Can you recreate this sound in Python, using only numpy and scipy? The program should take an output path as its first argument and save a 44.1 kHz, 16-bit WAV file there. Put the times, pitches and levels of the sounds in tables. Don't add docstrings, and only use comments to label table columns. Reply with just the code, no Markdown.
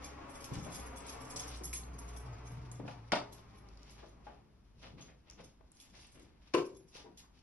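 import sys
import numpy as np
from scipy import signal
from scipy.fft import rfft, irfft, next_fast_len
from scipy.io import wavfile
from scipy.ndimage import uniform_filter1d

SR = 44100
rng = np.random.default_rng(int(sys.argv[2]) if len(sys.argv) > 2 else 0)


def put_to_file(sound):
    columns = np.atleast_2d(sound).T
    safe = np.clip(columns, -1, 1)
    whole_steps = np.round(safe * 32767)
    wavfile.write(sys.argv[1], SR, whole_steps.astype(np.int16))


N = 327222
TIME = np.arange(N) / SR
AGE = np.arange(SR // 2) / SR


# [t/s, level/dB]
TYRE_LEVEL = [(0, -55.5), (1.2, -53.5), (1.4, -53.5), (1.68, -61.5), (2.4, -58), (2.95, -66.5),
              (3.34, -65.5), (4.4, -74), (4.6, -94)]
# [f/Hz, density/dB]
TYRE_COLOUR = [(40, 0), (70, 7.5), (150, 1), (300, 4.5), (500, 1), (750, 1.5), (1100, 2.5), (1600, -7),
               (2300, -8), (3500, -18), (6000, -21), (12000, -41)]
# [t/s, f/Hz]
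ENGINE_PITCH = [(0, 65.4), (.6, 64.4), (1.0, 61.65), (1.8, 61.9), (2.2, 59.87), (2.9, 60.6), (3.5, 53.36),
                (4.6, 52.97)]
# [t/s, level/dB]
DRONE_LEVEL = [(0.0, -57), (0.45, -62), (0.61, -54), (0.72, -67), (0.82, -51.5), (1.38, -63), (1.47, -48.5),
               (2.29, -49.5), (2.36, -54), (3.2, -66), (4.25, -59.5), (4.59, -75), (4.6, -64)]
# [t/s, level/dB]
OCTAVE_LEVEL = [(0, -65), (1.0, -66), (1.25, -59), (2.18, -63), (2.3, -44), (2.43, -57.5), (2.52, -46),
                (2.92, -52), (3.5, -65), (4.6, -76)]

# [f/Hz, density/dB]
STILL_COLOUR = [(20, -4), (32, -8), (48, 7.5), (65, 5), (90, -5), (135, -6), (260, -7), (450, -19),
                (1000, -19.5), (2000, -28), (5000, -33.5), (8000, -40.5), (12000, -42.5)]
STILL_DB = -64.5

# [middle t/s, level/dB, half length/s]
SWINGS = [(.06, -63.5, 0.086), (.55, -56, 0.035), (.75, -59, 0.092), (1.1, -59.5, 0.081),
          (1.41, -54.5, 0.045), (1.51, -53.5, 0.06), (2.05, -70, 0.095), (2.5, -70.5, 0.29),
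          (2.9, -59, 0.04), (3.33, -70, 0.29), (3.92, -67.5, 0.18), (4.32, -73.5, 0.094),
          (4.845, -64, 0.052), (5.04, -68.5, 0.07), (5.3, -70, 0.03), (5.43, -67, 0.06), (5.82, -71, 0.08),
          (6.05, -66, 0.17), (6.49, -68, 0.08), (6.98, -57.5, 0.048), (7.2, -67.5, 0.025),
          (7.38, -72, 0.058)]
# [f/Hz, density/dB]
RUSTLE_COLOUR = [(100, 0), (400, -5), (900, 3.5), (1500, -3.5), (2400, 3), (3800, 3), (5700, 3),
                 (8000, -13), (10500, -10.5), (12500, -30)]
POCKET_DB, POCKET_S = -28, 0.03

# [t/s, peak level/dB, top octave's share/dB, time constant of sliding together/s]
CLEAR_CLINKS = [(0.044, -42, -3, 0.0094), (.297, -53.5, 7, .008), (.355, -51.5, -4, 0.025),
                (.442, -42, -7, 0.005), (0.535, -45, -6, .005), (.647, -49.5, -6, 0.0057),
                (.75, -40.5, 3, 0.021), (.798, -47, 15, 0.012), (0.968, -46, 10, 0.0026),
                (1.066, -47, 2, 0.0038), (1.089, -42, 2, 0.0089), (1.215, -50, -10, 0.017),
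                (1.303, -42.5, 15, 0.0078), (1.361, -36, -6, 0.001), (1.3974, -35.5, -1, 0.0055),
                (1.4813, -44, 6, 0.0077), (1.641, -35.5, 16, 0.0036), (1.730, -33, 23, 0.0013),
                (1.7544, -37.5, 13, 0.0041), (1.9855, -45.5, 3, 0.0025), (2.0854, -52.5, -14, .01),
                (2.166, -46.5, 3, 0.0081), (2.4738, -52, -17, 0.015), (2.7142, -53.5, 1, .001),
                (2.756, -57.5, -12, .002), (3.3263, -50.5, -9, .004), (3.585, -60.5, 1, 0.017),
                (3.905, -62.5, -9, .005), (4.084, -63.5, -16, .003), (5.011, -50.5, -3, 0.0034),
                (5.442, -54, 6, .004), (5.8, -51.5, -10, 0.00088), (6.014, -58.5, -1, 0.017),
                (6.118, -60, -1, 0.0045), (6.658, -53.5, -14, 0.011), (6.768, -58, -10, 0.0098),
                (7.174, -54, 0, .001)]
# [f/Hz, level/dB, longest t60/s]
KEY_MODES = [(2333, -9, 0.086), (3230, -14.5, 0.082), (3460, -4, 0.047), (4070, -6.5, 0.05),
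             (4834, -6, 0.13), (5450, 0, 0.041), (5550, -4, 0.059), (5920, -2.5, 0.031), (6420, 3, 0.095),
             (7440, -10, .14), (7900, -2.5, 0.08), (8270, -6, 0.068), (9146, -4, 0.12), (9600, -10, 0.059),
             (10330, -7.5, 0.12), (10640, -8.5, 0.062), (11150, -5.5, 0.11), (11200, -5.5, 0.12),
             (11290, -7, 0.079)]
# [f/Hz, density/dB]
JINGLE_COLOUR = [(1500, -56), (3000, 0.5), (4200, -1), (5700, 12), (8000, -5), (10500, -6), (12000, -8)]
# [start t/s, end t/s, clink peak level/dB]
JOSTLES = [(0.299, 1.7, -50), (1.797, 2.6, -59), (5.691, 6.25, -61.5), (6.699, 6.95, -61.5)]
JOSTLE_GAP_S = 0.1
FAINT_TOP_DB, TOP_SPREAD_DB = -14, 14
GATHER_S, RATTLE_S = 0.0091, 0.016
LEAD_S = 0.05

# [t/s, level/dB, rise/s, fall/s]
SLITHERS = [(.436, -51, .005, .02), (0.741, -54, .008, .025), (1.368, -54, .006, .035),
            (1.738, -49.5, .006, .025), (3.323, -60, .002, 0.015), (3.897, -63, .006, .028),
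            (5.8, -58.5, 0.0068, 0.026), (7.173, -59, .001, .026)]
# [f/Hz, density/dB]
CHAIN_COLOUR = [(1500, -22), (2400, -5), (4200, -3), (5900, -1), (7500, 0), (9000, -12), (10500, -2),
                (11500, -3), (12500, -15)]

# [t/s, level/dB, f/Hz, rise/s, fall/s]
STEPS = [(0.513, -36, 137, 0.0039, .01), (0.564, -38, 136, 0.0053, 0.013), (0.625, -48, 165, 0.0089, 0.075),
         (0.662, -46, 610, 0.0023, 0.018), (1.608, -46, 372, 0.0062, 0.01),
         (2.794, -40.5, 280, 0.0021, 0.014), (2.836, -47, 241.3, 0.0048, 0.02),
         (2.848, -48.5, 525, 0.0033, 0.012), (2.877, -44, 840, 0.0014, 0.022),
         (4.022, -52, 600, 0.009, 0.012), (4.265, -50, 760, 0.0016, 0.038), (4.92, -54, 168, .01, .04),
         (5.383, -54, 670, 0.013, 0.015), (5.607, -61, 727, 0.001, 0.0064),
         (6.145, -60, 342, 0.0024, 0.075), (6.953, -54.5, 420, 0.00055, .008),
         (7.044, -56, 440, 0.0048, 0.038), (7.05, -61, 850, 0.0051, 0.027), (7.228, -65, 1170, .005, 0.028)]
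# [multiple of the pitch, density/dB]
STEP_COLOUR = [(.12, -15), (.5, -6), (.85, -0.5), (1, 1.5), (1.2, -5), (1.6, -10), (3, -19.5), (8, -37),
               (30, -67)]
# [t/s, peak level/dB, f/Hz, fall/s]
TICKS = [(1.360, -36, 5700, 0.0097), (1.730, -40, 2300, 0.01), (1.834, -53, 4160, .003),
         (2.715, -45.5, 7100, .004), (2.878, -46.5, 2580, 0.007), (3.687, -57.5, 5000, 0.0022),
         (3.773, -57, 4940, 0.0034), (3.831, -54.5, 5600, 0.0012), (3.896, -56, 5200, .002),
         (5.016, -55, 3400, .006), (5.2993, -46.5, 5760, 0.0013), (5.310, -53, 5900, .0012),
         (5.7174, -55, 8200, 0.003), (5.769, -62, 5000, .002), (6.068, -57, 8400, .005),
         (6.196, -59, 8340, .002), (6.952, -52, 2630, 0.0015)]
# [multiple of the pitch, density/dB]
TICK_COLOUR = [(.05, -20), (.25, -19), (.7, -8.5), (1, 12), (1.3, -4), (2.2, -15.5), (5, -38)]

# [middle t/s, level/dB, half length/s]
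WEIGHT_SHIFTS = [(1.95, -55.5, .25), (2.7, -56.5, 0.24), (3.6, -62.5, 0.53), (4.08, -64.5, 0.28),
                 (4.47, -65, 0.16), (4.97, -57, 0.18), (5.41, -57.5, 0.078), (5.97, -64.5, 0.069),
                 (6.24, -66.5, 0.14), (6.8, -66, 0.16), (7.1, -64.5, 0.081)]
# [f/Hz, density/dB]
WEIGHT_COLOUR = [(30, -16), (55, 3), (85, -5), (140, 3.5), (250, -5.5), (450, -10.5), (900, -27),
                 (2500, -49)]

# [t/s, level/dB, rise/s, fall/s, brightness as a factor on frequency]
SCUFFS = [(2.872, -57.5, .008, 0.034, 1.16), (3.955, -59, 0.035, .04, 1.25), (4.24, -63, .02, .04, 1),
          (4.812, -51.5, .045, .026, 1.07), (4.968, -56, 0.018, .028, 1.05), (5.074, -59, .02, .018, 0.83),
          (5.258, -62.5, .025, .03, 1.05), (5.372, -57.5, 0.014, 0.018, 1.04),
          (5.925, -59.5, .035, 0.021, 0.9), (6.14, -62, 0.0055, 0.12, 0.83),
          (6.944, -56, 0.016, 0.037, 1.33)]
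# [f/Hz, density/dB]
SCUFF_COLOUR = [(120, -11), (300, -2), (650, 5.5), (1100, -1), (1600, -3), (2500, -0.5), (4000, -5.5),
                (6000, -17.5), (8000, -43), (12000, -42)]
SCUFF_CATCHES_PER_S = 3200

# [t/s, peak level/dB, f/Hz]
BOARD_TICKS = [(2.878, -42.5, 843), (4.267, -47, 830), (4.85, -54.5, 542), (7.043, -51.5, 435),
               (7.046, -57, 807), (7.058, -57, 956), (7.068, -52.5, 353)]
# [crack t/s, crack level/dB, rise/s, fall/s, ring t/s, ring level/dB]
KNOCKS = [(3.1193, -30.5, .001, 0.0039, 3.131, -37), (6.536, -36.5, 0.0018, 0.0082, 6.5445, -23.5)]
# [f/Hz, density/dB]
CRACK_COLOUR = [(200, -2), (900, 2), (2300, 5), (3600, -2.5), (5300, -0.5), (7500, -12.5), (10000, -17),
                (12000, -42)]
# [t/s, clatter level/dB, clatter fall/s, thump level/dB, thump f/Hz, thump swell/s]
JOIST_BLOWS = [
    [(3.1255, -32, 0.0057, -27, 234, 0.0026), (3.1332, -32, .009, -17.5, 640, 0.00089)],
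    [(6.5415, -33, 0.004, -25.5, 358, 0.0041), (6.5472, -31.5, 0.0037, -27, 1020, 0.0018)],
]
# [f/Hz, density/dB]
CLATTER_COLOURS = [
    [(60, -28), (130, -12), (200, -1.5), (300, -8), (460, -4), (570, 1), (900, 7), (1100, -8), (1300, 2),
     (1700, -18), (2400, -7.5), (5000, -12.5), (8000, -41), (12000, -50)],
    [(60, -31), (140, -14.5), (190, -10), (270, -9.5), (400, 5), (620, -2), (820, -6), (1020, 0),
     (1500, -12), (2100, -8), (2900, -10), (3700, -21), (5400, -19), (7500, -26), (12000, -33)],
]
# [f/Hz, level/dB, t60/s]
BOARD_MODES = [
    [(189.5, -7, 0.4), (247, -4, 0.14), (418, -10, 0.55), (582, 2, 0.26), (734, -10, 0.32), (825, -5, 0.3),
     (874, -8, 0.45), (904, 1, 0.18), (1295, -13, 0.27), (1357, -8, .17), (1556, -13, .15),
     (2010, -15, 0.2), (2170, -11, .12), (2490, -18, .17)],
    [(248, -20, 0.36), (281, -17, .3), (351.8, -2.5, 0.34), (382, -5, 0.37), (420, -4.5, 0.29),
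     (471, -7, 0.27), (574, -19.5, 0.2), (627, -15, 0.34), (1018, -5, 0.19), (1070, -23, 0.34),
     (1330, -22, 0.2), (1688, -24, .12), (2030, -23, .14), (2320, -24, 0.15), (2630, -21, .15),
     (2830, -16, 0.11)],
]
# [delay/s, level/dB]
WALL_SLAPS = [
    [(.0153, -17), (.031, -19)],
    [(.0197, -13), (.0598, -21)],
]

# [f/Hz, t60/s]
ROOM_T60 = [(100, 0.6), (350, 0.48), (1000, 0.34), (3000, 0.26), (6000, 0.3), (12000, 0.25)]
# [f/Hz, correlation]
PORT_LIKENESS = [(60, 0.89), (150, 0.89), (350, 0.72), (700, 0.049), (1150, 0.26), (2500, 0.6),
                 (4100, -0.55), (5400, -0.0018), (6600, -0.63), (8200, -0.86), (9300, -0.52), (10200, 1)]
# [f/Hz, level/dB]
BALANCE_LR = [(60, -0.2), (180, 1.5), (400, 3.5), (1200, 2), (2500, 1.8), (5000, 0.5), (12000, -1)]
CUTOFF_HZ = 11750


def amp(db):
    return 10 ** (np.asarray(db) / 20)


def unit(x):
    return x / np.sqrt(np.mean(x ** 2) + 1e-20)


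def unit_peak(x):
    power = uniform_filter1d(x ** 2, size=441, mode="constant")
    return x / np.sqrt(power.max(axis=1, keepdims=True) + 1e-20)


def in_time(rows):
    s, value = np.transpose(rows)
    return np.interp(TIME, s, value)


def at_hz(points, hz):
    f, value = np.transpose(points)
    return np.interp(np.log(hz + 0.00098), np.log(f), value)


def shaped(x, gain):
    size = next_fast_len(x.shape[-1])
    hz = np.arange(size // 2 + 1) * SR / size
    return irfft(rfft(x, size) * gain(hz), size)[..., :x.shape[-1]]


def noise(colour, size=N, scale=1, grit_db=0):
    grains = amp(grit_db * np.minimum(rng.standard_normal(size), 3))
    white = rng.standard_normal((2, size)) * grains
    return unit(shaped(white, lambda hz: amp(at_hz(colour, hz / scale))))


def drift(rate_hz):
    return unit(shaped(rng.standard_normal(N), lambda hz: 1 / (1 + (hz / rate_hz) ** 2)))


def burst(colour, rise, fall, scale=1):
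    swell = (1 - np.exp(-AGE / max(rise, 1e-4))) ** 2
    decay = np.exp(-AGE / max(fall, 5e-4))
    return unit_peak(noise(colour, size=len(AGE), scale=scale, grit_db=5.5) * swell * decay)


def swells(rows):
    power = sum(amp(db) ** 2 * np.exp(-((TIME - s) / half) ** 2 * 2) for s, db, half in rows)
    return np.sqrt(power + 1e-20)


def add(out, s, sound):
    start = int(min(round(s * SR), N - 1))
    sound, start = sound[:, max(-start, 0):], max(start, 0)
    out[:, start:start + sound.shape[1]] += sound[:, :N - start]


def off_walls(x, wall_gain, path_s, count=3):
    out = x
    for k in range(count):
        delay = path_s * (1 + 0.7 * k) + 0.000507 * drift(0.31)
        reflection = np.array([np.interp(TIME - delay, TIME, channel) for channel in x])
        out = out + wall_gain * reflection
    return unit(out)


def vehicle(tyre_db, drone_db, octave_db, waver_db, uneven_db, fade_db_per_s):
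    hz = in_time(ENGINE_PITCH) * (1 + 0.0201 * drift(4.94))
    phase = 2 * np.pi * np.cumsum(hz) / SR
    first_gain = amp(in_time(DRONE_LEVEL) + drone_db + waver_db * drift(6.7))
    octave_gain = amp(in_time(OCTAVE_LEVEL) + octave_db + waver_db * drift(23))
    drone = first_gain * np.sin(phase)
    drone += octave_gain * np.sin(2 * phase + 0.68 * drift(18.0))
    tyre_gain = amp(in_time(TYRE_LEVEL) + tyre_db + uneven_db * drift(12))
    tyres = tyre_gain * off_walls(noise(TYRE_COLOUR), wall_gain=0.32, path_s=0.0045)
    gone = amp(-fade_db_per_s * np.maximum(TIME - TYRE_LEVEL[-1][0], 0))
    return gone * (tyres + drone * [[1], [0]])


def still_air():
    return amp(STILL_DB) * noise(STILL_COLOUR)


def clothes(level_db, grain_db, rest_db, fold_db):
    pocket = [(s + POCKET_S, db + POCKET_DB, POCKET_S) for s, db, *_ in CLEAR_CLINKS]
    rubbing = np.hypot(amp(level_db) * swells(list(SWINGS) + pocket), amp(rest_db))
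    cloth = noise(RUSTLE_COLOUR, grit_db=6.5)
    dull = shaped(cloth, lambda hz: 1 / (1 + (hz / 3000) ** 4))
    bright = cloth - dull
    folded = unit(dull * amp(fold_db * drift(13)) + bright * amp(fold_db * drift(13)))
    catches = unit(amp(grain_db * drift(25.0)))
    return rubbing * catches * folded


def faint_clinks(count=40):
    rows = []
    for start, end, db in JOSTLES:
        times = start + JOSTLE_GAP_S * (np.arange(count) + rng.random(count))
        tops = FAINT_TOP_DB + TOP_SPREAD_DB * rng.standard_normal(count)
        rows += [(s, db, top, GATHER_S) for s, top in zip(times, tops) if s < end]
    return rows


def ring(clicks, hz, t60):
    r, w = amp(-60 / (t60 * SR)), 2 * np.pi * hz / SR
    return signal.lfilter([0, np.sin(w)], [1, -2 * r * np.cos(w), r * r], clicks + 1e-18)


def keys(level_db, jingle_db, top_db, touches_per_s, jingle_fall_s, first_touch, variety_db):
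    since = AGE - LEAD_S
    treble = signal.butter(1, 9000, "high", fs=SR, output="sos")
    out = np.zeros((2, N))
    for s, db, share_db, gather in list(CLEAR_CLINKS) + faint_clinks():
        pressure = np.exp(np.minimum(since / max(gather, 1e-4), -since / RATTLE_S))
        touches = (rng.random(len(AGE)) < touches_per_s / SR) * pressure
        touches[np.argmax(pressure)] = first_touch
        at, metal = np.flatnonzero(touches), 0
        for hz, mode_db, t60 in KEY_MODES:
            clicks = np.zeros((2, len(AGE)))
            clicks[:, at] = touches[at] * rng.standard_normal((2, len(at)))
            strength, grip, detune = rng.standard_normal(3)
            mode = ring(clicks, hz * (1 + 0.0017 * detune), t60 * amp(-1.5 * abs(grip)))
            metal = metal + amp(mode_db + variety_db * strength) * mode
        splash_gain = signal.lfilter([1], [1, -np.exp(-1 / (jingle_fall_s * SR))], touches + 1e-18)
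        splash = splash_gain * noise(JINGLE_COLOUR, size=len(AGE))
        clink = unit_peak(metal) + amp(jingle_db) * unit_peak(splash)
        top = signal.sosfilt(treble, clink)
        clink = clink + (amp(top_db + share_db) - 1) * top
        add(out, s - LEAD_S, amp(db + level_db) * unit_peak(clink))
    return out


def key_chain(level_db):
    out = np.zeros((2, N))
    for s, db, rise, fall in SLITHERS:
        add(out, s, amp(db + level_db) * burst(CHAIN_COLOUR, rise, fall))
    return out


def footsteps(step_db, tick_db):
    out = np.zeros((2, N))
    for s, db, hz, rise, fall in STEPS:
        add(out, s, amp(db + step_db) * burst(STEP_COLOUR, rise, fall, scale=hz))
    for s, db, hz, fall in TICKS:
        add(out, s, amp(db + tick_db) * burst(TICK_COLOUR, 0.0003, fall, scale=hz))
    return out


def floor_rumble(level_db):
    return amp(level_db) * swells(WEIGHT_SHIFTS) * noise(WEIGHT_COLOUR)


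def scuffs(level_db, spread_db, smooth_share):
    out = np.zeros((2, N))
    for s, db, rise, fall, brightness in SCUFFS:
        caught = rng.random(len(AGE)) < SCUFF_CATCHES_PER_S / SR
        catches = caught * amp(spread_db * np.minimum(rng.standard_normal(len(AGE)), 1.5))
        rub = (catches + smooth_share) * rng.standard_normal((2, len(AGE)))
        rasp = shaped(rub, lambda hz: amp(at_hz(SCUFF_COLOUR, hz / brightness)))
        stroke = (1 - np.exp(-AGE / rise)) ** 2 * np.exp(-AGE / fall)
        add(out, s, amp(db + level_db) * unit_peak(rasp * stroke))
    return out


def board_note(hz, t60):
    tone = amp(-60 * AGE / t60) * np.exp(2j * np.pi * hz * AGE)
    return np.array([tone.imag, 0.51 * tone.real]) * (1 - np.exp(-AGE / 0.0018))


def loose_boards(tick_t60):
    impacts, ringing = np.zeros((2, N)), np.zeros((2, N))
    boards = zip(KNOCKS, JOIST_BLOWS, CLATTER_COLOURS, BOARD_MODES, WALL_SLAPS)
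    for knock, blows, colour, modes, slaps in boards:
        crack_s, crack_db, crack_rise, crack_fall, ring_s, ring_db = knock
        add(impacts, crack_s, amp(crack_db) * burst(CRACK_COLOUR, crack_rise, crack_fall))
        for s, clatter_db, fall, thump_db, hz, swell in blows:
            clatter = amp(clatter_db) * burst(colour, 0.00072, fall)
            thump_gain = amp(thump_db) * AGE / swell * np.exp(1 - AGE / swell)
            thump = thump_gain * np.sin(2 * np.pi * hz * AGE) * [[1], [0]]
            add(impacts, s, clatter)
            add(ringing, s, thump)
            for delay, db in slaps:
                add(ringing, s + delay, amp(db) * (clatter + thump))
        notes = sum(amp(db) * board_note(hz, t60) for hz, db, t60 in modes)
        add(ringing, ring_s, amp(ring_db) * notes)
    for s, db, hz in BOARD_TICKS:
        add(ringing, s, amp(db) * board_note(hz, tick_t60))
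    return impacts, ringing


def room_response(first_echo_s, clump_db):
    out, edges = 0, np.geomspace(60, 14000, 13)
    for low, high in zip(edges, edges[1:]):
        band_filter = signal.butter(2, [low, high], "band", fs=SR, output="sos")
        band = signal.sosfilt(band_filter, rng.standard_normal((2, len(AGE))))
        out = out + band * amp(-60 * AGE / at_hz(ROOM_T60, np.sqrt(low * high)))
    clumps = amp(clump_db * drift(76)[:len(AGE)])
    build_up = 1 - np.exp(-(AGE / first_echo_s) ** 2)
    return unit(out * clumps * build_up) / np.sqrt(len(AGE))


def microphone(pair):
    def likeness(hz):
        return np.clip(at_hz(PORT_LIKENESS, hz), -0.98, 0.995)

    mid = shaped(pair[0], lambda hz: np.sqrt((1 + likeness(hz)) / 2))
    side = shaped(pair[1], lambda hz: np.sqrt((1 - likeness(hz)) / 2))
    left_right = np.array([mid + side, mid - side])
    return shaped(left_right, lambda hz: amp(at_hz(BALANCE_LR, hz) * [[1], [-1]] / 2))


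def scene():
    street = vehicle(tyre_db=4.0, drone_db=4.0, octave_db=2.5, waver_db=1.5, uneven_db=0.84,
                     fade_db_per_s=9.5)
    body = clothes(level_db=1.0, grain_db=2.8, rest_db=-84.0, fold_db=3.0)
    clinks = keys(level_db=-6.5, jingle_db=-7.5, top_db=-0.5, touches_per_s=380, jingle_fall_s=0.0034,
                  first_touch=0.72, variety_db=4.5)
    clinks = clinks + key_chain(level_db=-1)
    body = body + footsteps(step_db=-1.5, tick_db=-7.5)
    body = body + scuffs(level_db=-2.5, spread_db=2.0, smooth_share=0.066)
    impacts, ringing = loose_boards(tick_t60=0.18)
    sent = amp(-8.0) * body + amp(-9.5) * clinks + amp(-5.0) * impacts + amp(-17.0) * ringing
    room = room_response(first_echo_s=0.0057, clump_db=2.8)
    echoes = signal.fftconvolve(sent, room, axes=1)[:, :N]
    steady = street + still_air() + floor_rumble(level_db=-1.0)
    return microphone(body + clinks + impacts + ringing + echoes + steady)


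def record(dry):
    return signal.sosfilt(signal.ellip(12, 0.1, 90, CUTOFF_HZ, fs=SR, output="sos"), dry)


dry = scene()
out = record(dry)
put_to_file(out)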